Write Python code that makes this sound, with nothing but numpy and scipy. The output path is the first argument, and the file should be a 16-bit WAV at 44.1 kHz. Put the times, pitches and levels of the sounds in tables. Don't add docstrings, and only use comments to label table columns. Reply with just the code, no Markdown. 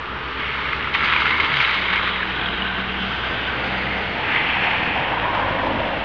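import sys
import numpy as np
from scipy import signal
from scipy.fft import rfft, irfft
from scipy.io import wavfile

SR = 44100
rng = np.random.default_rng(int(sys.argv[2]) if len(sys.argv) > 2 else 0)


def dump(signal):
    limited = np.clip(np.atleast_2d(signal).T, -1, 1)
    pcm = np.round(limited * 32767).astype(np.int16)
    wavfile.write(sys.argv[1], SR, pcm)


def invert_db(level):
    return 10 ** (np.asarray(level, dtype=float) / 20)


N = 266760
T = np.arange(N) / SR
HZ = np.maximum(np.fft.rfftfreq(N, 1 / SR), 1)

# time in seconds, level re middle distance in dB.
CLOSENESS = [(0, -6.5), (.5, -6), (1.2, -3), (1.7, -2.5), (2.9, -1), (3.7, 2.5), (4.15, 3), (4.6, 2.5),
             (5.1, 6), (5.6, 7.5), (6.05, 4.5)]
# time in seconds, water film in dB, slush depth [0-1].
ROAD_STATE = [(0, -7, .05), (.35, -4.5, .1), (.43, 1.5, 0.2), (.6, -1.5, .3), (.9, -2, 0.3),
              (.96, -0.5, 0.4), (1.15, 4.5, 0.8), (1.48, 0, 0.7), (1.62, 5, 0.7), (1.8, 3.5, 0.6),
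              (2.12, 0.5, .4), (2.85, -3.5, 0.2), (3.9, 1.5, .08), (4.14, -0.5, 0.05), (4.34, 6.5, 0.2),
              (4.9, 4, 0.09), (5.1, 1.5, .05), (6.05, -1, 0.1)]


def rms_one(x):
    return x / np.sqrt(np.mean(x ** 2) + 1e-20)


def in_time(rows):
    s, *columns = np.transpose(rows)
    return [np.interp(T, s, column) for column in columns]


def swell(start_s, end_s, fade_s):
    return np.clip(np.minimum(T - start_s, end_s - T) / fade_s + 0.5, 0, 1)


def coloured(x, points):
    hz, level_db = np.transpose(points)
    gain_db = np.interp(np.log(HZ), np.log(hz), level_db, left=-120, right=-120)
    return irfft(rfft(x) * invert_db(gain_db), N)


def drift(rate_hz):
    r = np.exp(-2 * np.pi * rate_hz / SR)
    slow = signal.lfilter([1], [1, -2 * r, r * r], rng.standard_normal(N + SR))[SR:]
    return rms_one(slow - slow.mean())


def ring(clicks, hz, t60_s):
    r = invert_db(-60 / (t60_s * SR))
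    w = 2 * np.pi * hz / SR
    return signal.lfilter([0, np.sin(w)], [1, -2 * r * np.cos(w), r * r], clicks + 1e-18)


def tyres():
    # frequency in Hz, density in dB per Hz.
    tyre_colour = [(190, -33.5), (330, -6), (367, -26.5), (413, -7.5), (710, -4), (941, -1.5), (1210, 2),
                   (1530, -1), (1980, -2), (2150, -1.5), (3240, -6.5), (4510, -19.5), (5510, -30),
                   (7160, -64.5), (12100, -120)]
    edges_hz = [845, 1657, 3105]
    # frequency in Hz, width in Hz, start in seconds, end in seconds, level over its range in dB.
    ridges = [(2170, 220, .42, .93, -5), (2160, 190, .93, 1.12, -1), (2160, 170, 1.12, 1.5, 1.5),
              (2170, 170, 1.5, 2.02, -2), (1340, 160, .97, 1.75, -3.5), (1250, 150, -1, .9, -6),
              (3800, 260, 1.7, 2.9, -4), (1530, 120, 2.3, 3.55, -1.5), (1480, 170, 3.45, 4.1, -3.5),
              (3100, 450, 2.33, 3.5, -5), (2780, 150, 2.55, 3.1, -9), (4750, 300, 3.0, 4.1, -15),
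              (920, 130, 4.55, 5.15, -2), (970, 100, 5.15, 5.92, 2.5), (880, 90, 4.17, 4.55, -.5),
              (1100, 120, 5.1, 5.68, -1.5), (280, 70, 5.58, 5.76, -3.5), (2030, 200, 4.32, 4.47, -5),
              (2450, 550, 4.45, 5.03, -5.5), (300, 60, 5.8, 6.1, -7), (2100, 250, 3.6, 4.15, -6),
              (5350, 400, 2.6, 3.9, -22), (5250, 450, 3.9, 6.1, -16.5), (5350, 400, -1, .9, -18),
              (5350, 400, .9, 2.6, -27), (637, 90, 5.5, 6.1, -6), (1800, 150, 5.15, 5.75, -6),
              (419, 60, -1, 2.2, -3.5), (4350, 300, 3.5, 5.0, -10.5), (1040, 150, 1.1, 1.5, -8),
              (780, 120, 4.5, 5.1, -3), (1500, 250, 5.1, 5.65, -2), (3800, 250, 1.0, 1.7, -8),
              (4600, 450, 1.0, 1.9, -15), (4400, 300, .2, .8, -13), (317, 27, 2.2, 2.6, -7.5),
              (2700, 250, 5.75, 6.1, -8), (3200, 400, 1.85, 2.2, -8), (3600, 200, 3.2, 4.1, -8),
              (530, 45, 5.45, 6.0, -5)]
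    _, slush = in_time(ROAD_STATE)
    lump_share = np.clip(0.08 + 0.55 * slush, 0, 0.8)
    smooth_gain, lump_gain = np.sqrt(1 - lump_share), np.sqrt(lump_share)

    smooth = rng.standard_normal(N)
    wet = smooth_gain * smooth + lump_gain * lumps()
    above = [1] + [1 / (1 + (hz / HZ) ** 16) for hz in edges_hz] + [0]
    levels_db = tyre_levels()
    out = np.zeros(N)
    for k, level_db in enumerate(levels_db):
        source = coloured(wet if k else smooth, tyre_colour)
        range_gain = np.sqrt(np.maximum(above[k] - above[k + 1], 0))
        band = rms_one(irfft(rfft(source) * range_gain, N))
        out += invert_db(level_db + 0.61 * drift(6.9)) * band

    excite = rfft(smooth_gain * rng.standard_normal(N) + lump_gain * lumps())
    flicker_db = 1.8 * drift(20)
    for k, (hz, width_hz, start_s, end_s, over_db) in enumerate(ridges):
        range_db = levels_db[np.searchsorted(edges_hz, hz / 1.1)]
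        ridge = rms_one(irfft(excite / (1 + ((HZ - hz) / width_hz) ** 2) ** 2, N))
        own_flicker_db = np.roll(flicker_db, k * N // len(ridges))
        out += swell(start_s, end_s, 0.081) * invert_db(range_db + over_db + own_flicker_db) * ridge
    return out


def tyre_levels():
    # level in dB, share of closeness, share of water film, lift at full slush in dB.
    ranges = [
        (-33.5, 0.85, 0.011, 0.3),
        (-33, -.1, 0.12, 8),
        (-28.5, 0.01, 1.0, 0.45),
        (-43, 0.01, 0.19, 14),
    ]
    # start in seconds, lift in dB, decay in seconds.
    sheets = [(.938, 9.5, .025), (.96, 0, .4), (.99, 1, .012), (1.045, 7.5, .012), (1.56, 5.5, 0.082),
              (1.74, 4.5, 0.018), (3.0, 4, .5), (3.64, 3, .05)]
    near_db, = in_time(CLOSENESS)
    water_db, slush = in_time(ROAD_STATE)
    wet_db, roar_db = puddles()
    sheet_db = sum(db * (T > s) * np.exp(-np.maximum(T - s, 0) / fall_s) for s, db, fall_s in sheets)
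    levels_db = []
    for k, (db, near_share, water_share, slush_db) in enumerate(ranges):
        level_db = db + near_share * near_db + water_share * water_db + slush_db * slush
        levels_db.append(level_db + (wet_db if k else roar_db))
    levels_db[-1] = levels_db[-1] + sheet_db
    return levels_db


def puddles():
    # time in seconds, lift in dB, decay in seconds, tread roar share.
    puddle_hits = [(.42, 0, .05, 0.1), (0.944, 5.5, 0.025, 0.082), (1.039, 2, 0.034, 0.74),
                   (1.15, 0, 0.026, 0.09), (1.307, 2.5, 0.024, 0.18), (1.402, 4.5, 0.014, .1),
                   (1.445, 3, .015, .1), (1.604, 3, 0.021, 0.11), (1.929, 4.5, 0.024, .5),
                   (2.03, 3.5, 0.041, 1), (4.64, 3.5, 0.052, 0.55), (5.2, 1, .04, 0.39),
                   (5.331, 1.9, 0.059, 2.2), (5.5, 0.5, .08, .8), (5.654, 0, 0.042, 3.3),
                   (5.8, 0, 0.15, 1.5)]
    rise_s = 0.006
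    wet_db, roar_db = np.zeros(N), np.zeros(N)
    for s, lift_db, fall_s, roar_share in puddle_hits:
        rise = np.clip((T - s) / rise_s + 1, 0, 1)
        lift = lift_db * rise * np.exp(-np.maximum(T - s, 0) / fall_s)
        wet_db += lift
        roar_db += roar_share * lift
    return wet_db, roar_db


def lumps():
    drops_per_s = 900 * invert_db(2.5 * drift(30.0))
    born = rng.random(N) < drops_per_s / SR
    sizes = invert_db(3.5 * np.minimum(rng.exponential(1, N), 3))
    fade = np.exp(-1 / (0.00081 * SR))
    power = signal.lfilter([1], [1, -fade], born * sizes ** 2)
    return rms_one(np.sqrt(power) * rng.standard_normal(N))


def splats():
    # time in seconds, peak in dB, ring in Hz.
    big_splats = [(0.433, -13.5, 2094), (0.5512, -15, 1555), (0.654, -13.5, 2290), (0.7304, -8, 2130),
                  (0.8725, -11, 1520), (0.9504, -4.5, 2210), (1.0262, -10.5, 2235), (1.0556, -11, 2146),
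                  (1.099, -7.5, 2280), (1.1359, -8.5, 1275), (1.1624, -5.5, 2350), (1.2192, -10.5, 1300),
                  (1.2562, -6, 1346), (1.266, -9, 2130), (1.2942, -7.5, 2070), (1.3085, -7.5, 2175),
                  (1.325, -9.5, 2160), (1.462, -10, 2170), (1.401, -7.5, 2150), (1.4318, -6.5, 2160),
                  (1.5405, -11.5, 2150), (1.6014, -7, 2360), (1.6258, -12.5, 1327), (1.6483, -6, 2180),
                  (1.6752, -7, 1607), (1.6932, -8.5, 2240), (1.7131, -12, 2165), (1.9586, -6.5, 2140),
                  (1.9765, -12, 2410), (2.0124, -12.5, 1460), (2.0637, -14, 2110), (2.2289, -11, 1680),
                  (0.5933, -17.5, 1248), (0.6881, -12, 2194), (0.8078, -12.5, 2170), (0.8442, -11.5, 2064),
                  (1.0058, -6.5, 2166), (1.5162, -11.5, 2155), (1.5681, -11, 2130), (1.7511, -14.5, 1404),
                  (1.9302, -10, 1543), (1.9971, -12, 1575), (2.0902, -11.5, 2120), (2.1586, -11, 2260),
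                  (2.206, -12.5, 1986), (2.412, -13.5, 3160), (2.458, -13, 3260), (2.487, -14.5, 3080),
                  (2.5257, -18, 1500), (2.62, -12.5, 2900), (2.8939, -15, 2780), (3.1189, -15, 1433),
                  (3.6357, -17.5, 1584), (4.2124, -14, 1516), (4.3172, -16.5, 2034), (4.3606, -7, 2050)]
    rows = big_splats + small_splats()
    out, length = np.zeros(N), round(0.03 * SR)
    bursts = rng.standard_normal((len(rows), length)) * np.exp(-np.arange(length) / (0.0023 * SR))
    soft = signal.butter(5, [950, 3800], "band", fs=SR, output="sos")
    for (s, peak_db, hz), burst in zip(rows, signal.sosfilt(soft, bursts)):
        splat = ring(burst, hz, 0.0073) + 0.25 * ring(burst, 1.5 * hz, 0.0021)
        at = round(s * SR)
        out[at:at + length] += invert_db(peak_db - 1) * splat / np.abs(splat).max()
    return out


def small_splats(count=14):
    from_s, to_s = 0.38, 2.25
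    arch_hz, sill_hz = 2130, 1460
    chance = rng.random((count, 4))
    s = from_s + (to_s - from_s) * (np.arange(count) + chance[:, 0]) / count
    slush = in_time(ROAD_STATE)[1][(s * SR).astype(int)]
    peak_db = -19.5 + 4.5 * slush + 4 * (chance[:, 1] - 0.5)
    hz = np.where(chance[:, 2] < 0.6, arch_hz, sill_hz) * (1 + 0.084 * (chance[:, 3] - 0.5))
    return list(zip(s, peak_db, hz))


def cracks():
    # time in seconds, peak in dB.
    drop_hits = [(0.058, -14.5), (0.949, -2.5), (1.162, -4.5), (1.265, -5.5), (1.306, -3.5), (1.4, -7),
                 (1.407, -8.5), (1.446, -11), (1.54, -2), (1.605, -5.5), (1.626, -4), (1.648, -7.5),
                 (1.675, -5.5), (1.693, -5), (1.713, -5.5), (1.751, -9), (1.777, -8.5), (1.945, -8.5),
                 (1.959, -4.5), (4.712, -7.5), (4.775, -11), (5.224, -12), (5.351, -7.5), (5.395, -10),
                 (5.664, -11.5), (5.708, -15), (5.803, -14.5)]
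    s, peak_db = np.transpose(drop_hits)
    clicks = np.zeros(N)
    clicks[(s * SR).astype(int)] = invert_db(peak_db - 4) * rng.choice([-1, 1], len(s))
    body = signal.butter(3, [850, 3000], "band", fs=SR, output="sos")
    click_peak = np.abs(signal.sosfilt(body, signal.unit_impulse(200))).max()
    return signal.sosfilt(body, clicks + 1e-18) / click_peak


def clods():
    # time in seconds, peak in dB, ring in Hz.
    clod_hits = [(5.225, -15, 1045), (5.345, -11.5, 890), (5.395, -11, 990), (5.48, -11.5, 980),
                 (5.63, -14.5, 682), (5.66, -11, 621), (5.665, -10.5, 910), (5.705, -13.5, 883),
                 (5.8, -12.5, 536), (5.815, -11.5, 950), (6.01, -14, 897)]
    out, length = np.zeros(N + SR), round(0.06 * SR)
    pushes = rng.standard_normal((len(clod_hits), length)) * np.exp(-np.arange(length) / (0.004 * SR))
    for (s, peak_db, hz), push in zip(clod_hits, pushes):
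        clod = ring(ring(push, hz, 0.012), hz, 0.022)
        at = round(s * SR)
        out[at:at + length] += invert_db(peak_db - 5) * clod / np.abs(clod).max()
    return out[:N]


def engine():
    # time in seconds, firing rate in Hz, level in dB.
    engine_speed = [(0.0, 65.28, -41), (0.5, 69.45, -38), (1.13, 75.65, -39.5), (1.41, 77.3, -36),
                    (1.5, 72.92, -40.5), (1.62, 66, -40), (1.84, 61.9, -38.5), (2.5, 62.63, -36.5),
                    (3.44, 63.93, -35), (3.8, 64.06, -34), (4.09, 63.4, -37), (4.26, 62.9, -46.5),
                    (4.53, 63, -39), (4.94, 63.15, -40), (5.05, 57.7, -39), (5.22, 54.17, -37),
                    (5.49, 49.85, -37.5), (6.05, 50.5, -38.5)]
    # frequency in Hz, width in Hz, level in dB.
    pipe = [(108, 8.8, -42), (145.3, 17, -43), (188.3, 7, -37), (311, 6, -47)]
    # order, start in seconds, end in seconds, lift in
    # dB.
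    booms = [(2, -1, 1.4, -3), (2, 1.42, 1.5, -8), (2, 1.64, 1.8, -8), (3, 1.95, 2.7, -3), (3, .8, 1.5, 3),
             (2, 1.5, 1.64, 9), (3, -1, .8, -5), (3, 1.55, 1.8, -8), (3, 2.75, 3.1, 1), (3, 3.12, 3.66, -8),
             (2, 1.7, 4.9, -4), (3, 3.66, 4.15, -1.5), (3, 4.15, 6.1, -10), (2, 5.0, 5.35, 1),
             (2, 5.35, 5.75, 4), (2, 5.75, 6.1, 0), (4, 1.6, 6.1, -8)]
    off_pipe_db = -50.5
    firing_hz, load_db = in_time(engine_speed)
    turn = 2 * np.pi * np.cumsum(firing_hz * (1 + 0.0034 * drift(5.5))) / SR
    out = invert_db(0.4 + load_db + 0.27 * drift(9.9)) * np.sin(turn)
    for order in (2, 3, 4):
        gain = invert_db(off_pipe_db)
        for hz, width_hz, db in pipe:
            gain = gain + invert_db(db) / (1 + ((order * firing_hz - hz) / width_hz) ** 2)
        boom_db = sum(db * swell(start_s, end_s, 0.07) for k, start_s, end_s, db in booms if round(k) == order)
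        level_db = boom_db + 0.49 * (load_db - load_db.mean()) + 1.8 * drift(8.0)
        out += gain * invert_db(level_db) * np.sin(order * turn + order)
    return np.sqrt(2) * out


def rumble():
    # frequency in Hz, density in dB per Hz.
    rumble_colour = [(15, -42.5), (25, -12.5), (70, -1.5), (107, -2), (152, -2), (261, -3), (436, -4.5),
                     (500, -4), (650, -35.5), (1100, -120)]
    noise = rms_one(coloured(rng.standard_normal(N), rumble_colour))
    near_db, = in_time(CLOSENESS)
    _, roar_db = puddles()
    return invert_db(-33 + 0.61 * (near_db + roar_db) + 1.2 * drift(8.0)) * noise


def hums():
    # frequency in Hz, start in seconds, end in seconds, level in dB.
    hum_tones = [(60, 0, 1.3, -37.5), (40, 2.42, 2.56, -37), (226, 2.4, 4.9, -41.5), (224, 5.58, 5.88, -33)]
    out = np.zeros(N)
    for hz, start_s, end_s, level_db in hum_tones:
        level = swell(start_s, end_s, 0.2) * invert_db(level_db + 2 * drift(3))
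        out += level * np.sin(2 * np.pi * np.cumsum(hz + drift(4)) / SR)
    return out


def hollowed(x):
    # frequency in Hz, width in Hz, start in seconds, end in seconds, share removed [0-1].
    hollows = [(64, 14, .2, 5.0, .5), (580, 60, 2.2, 3.25, .35), (740, 70, -1, 2.3, .45),
               (430, 40, .9, 2.1, .35), (1080, 90, 3.8, 4.2, .35), (400, 70, 4.45, 6.1, .3),
               (900, 70, 4.8, 5.05, .3), (2500, 600, 5.1, 6.1, .17)]
    spectrum = rfft(x)
    removed = np.zeros(N)
    for hz, width_hz, start_s, end_s, share in hollows:
        band = irfft(spectrum / (1 + ((HZ - hz) / width_hz) ** 4), N)
        removed += share * swell(start_s, end_s, 0.1) * band
    return x - removed


def scene():
    echoed = hollowed(tyres() + splats() + rumble())
    return (echoed + cracks() + clods() + engine() + hums())[None]


def band_limit(x):
    return signal.sosfilt(signal.butter(12, 7190, fs=SR, output="sos"), x)


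def record(dry):
    # frequency in Hz, gain in dB.
    smoothing = [(20, -3), (4000, -1), (5000, -3.5), (5512, -11.5), (6000, -14), (6500, -25.5), (7000, -41),
                 (7250, -89.5), (22050, -110)]
    step, offset = 1 / 128, -0.0031
    kept = np.zeros(N)
    kept[::4] = 4 * step * np.round(dry[0, ::4] / step)
    mix = coloured(kept, smoothing)[None] + offset
    return band_limit(mix)


dry = scene()
out = record(dry)
dump(out)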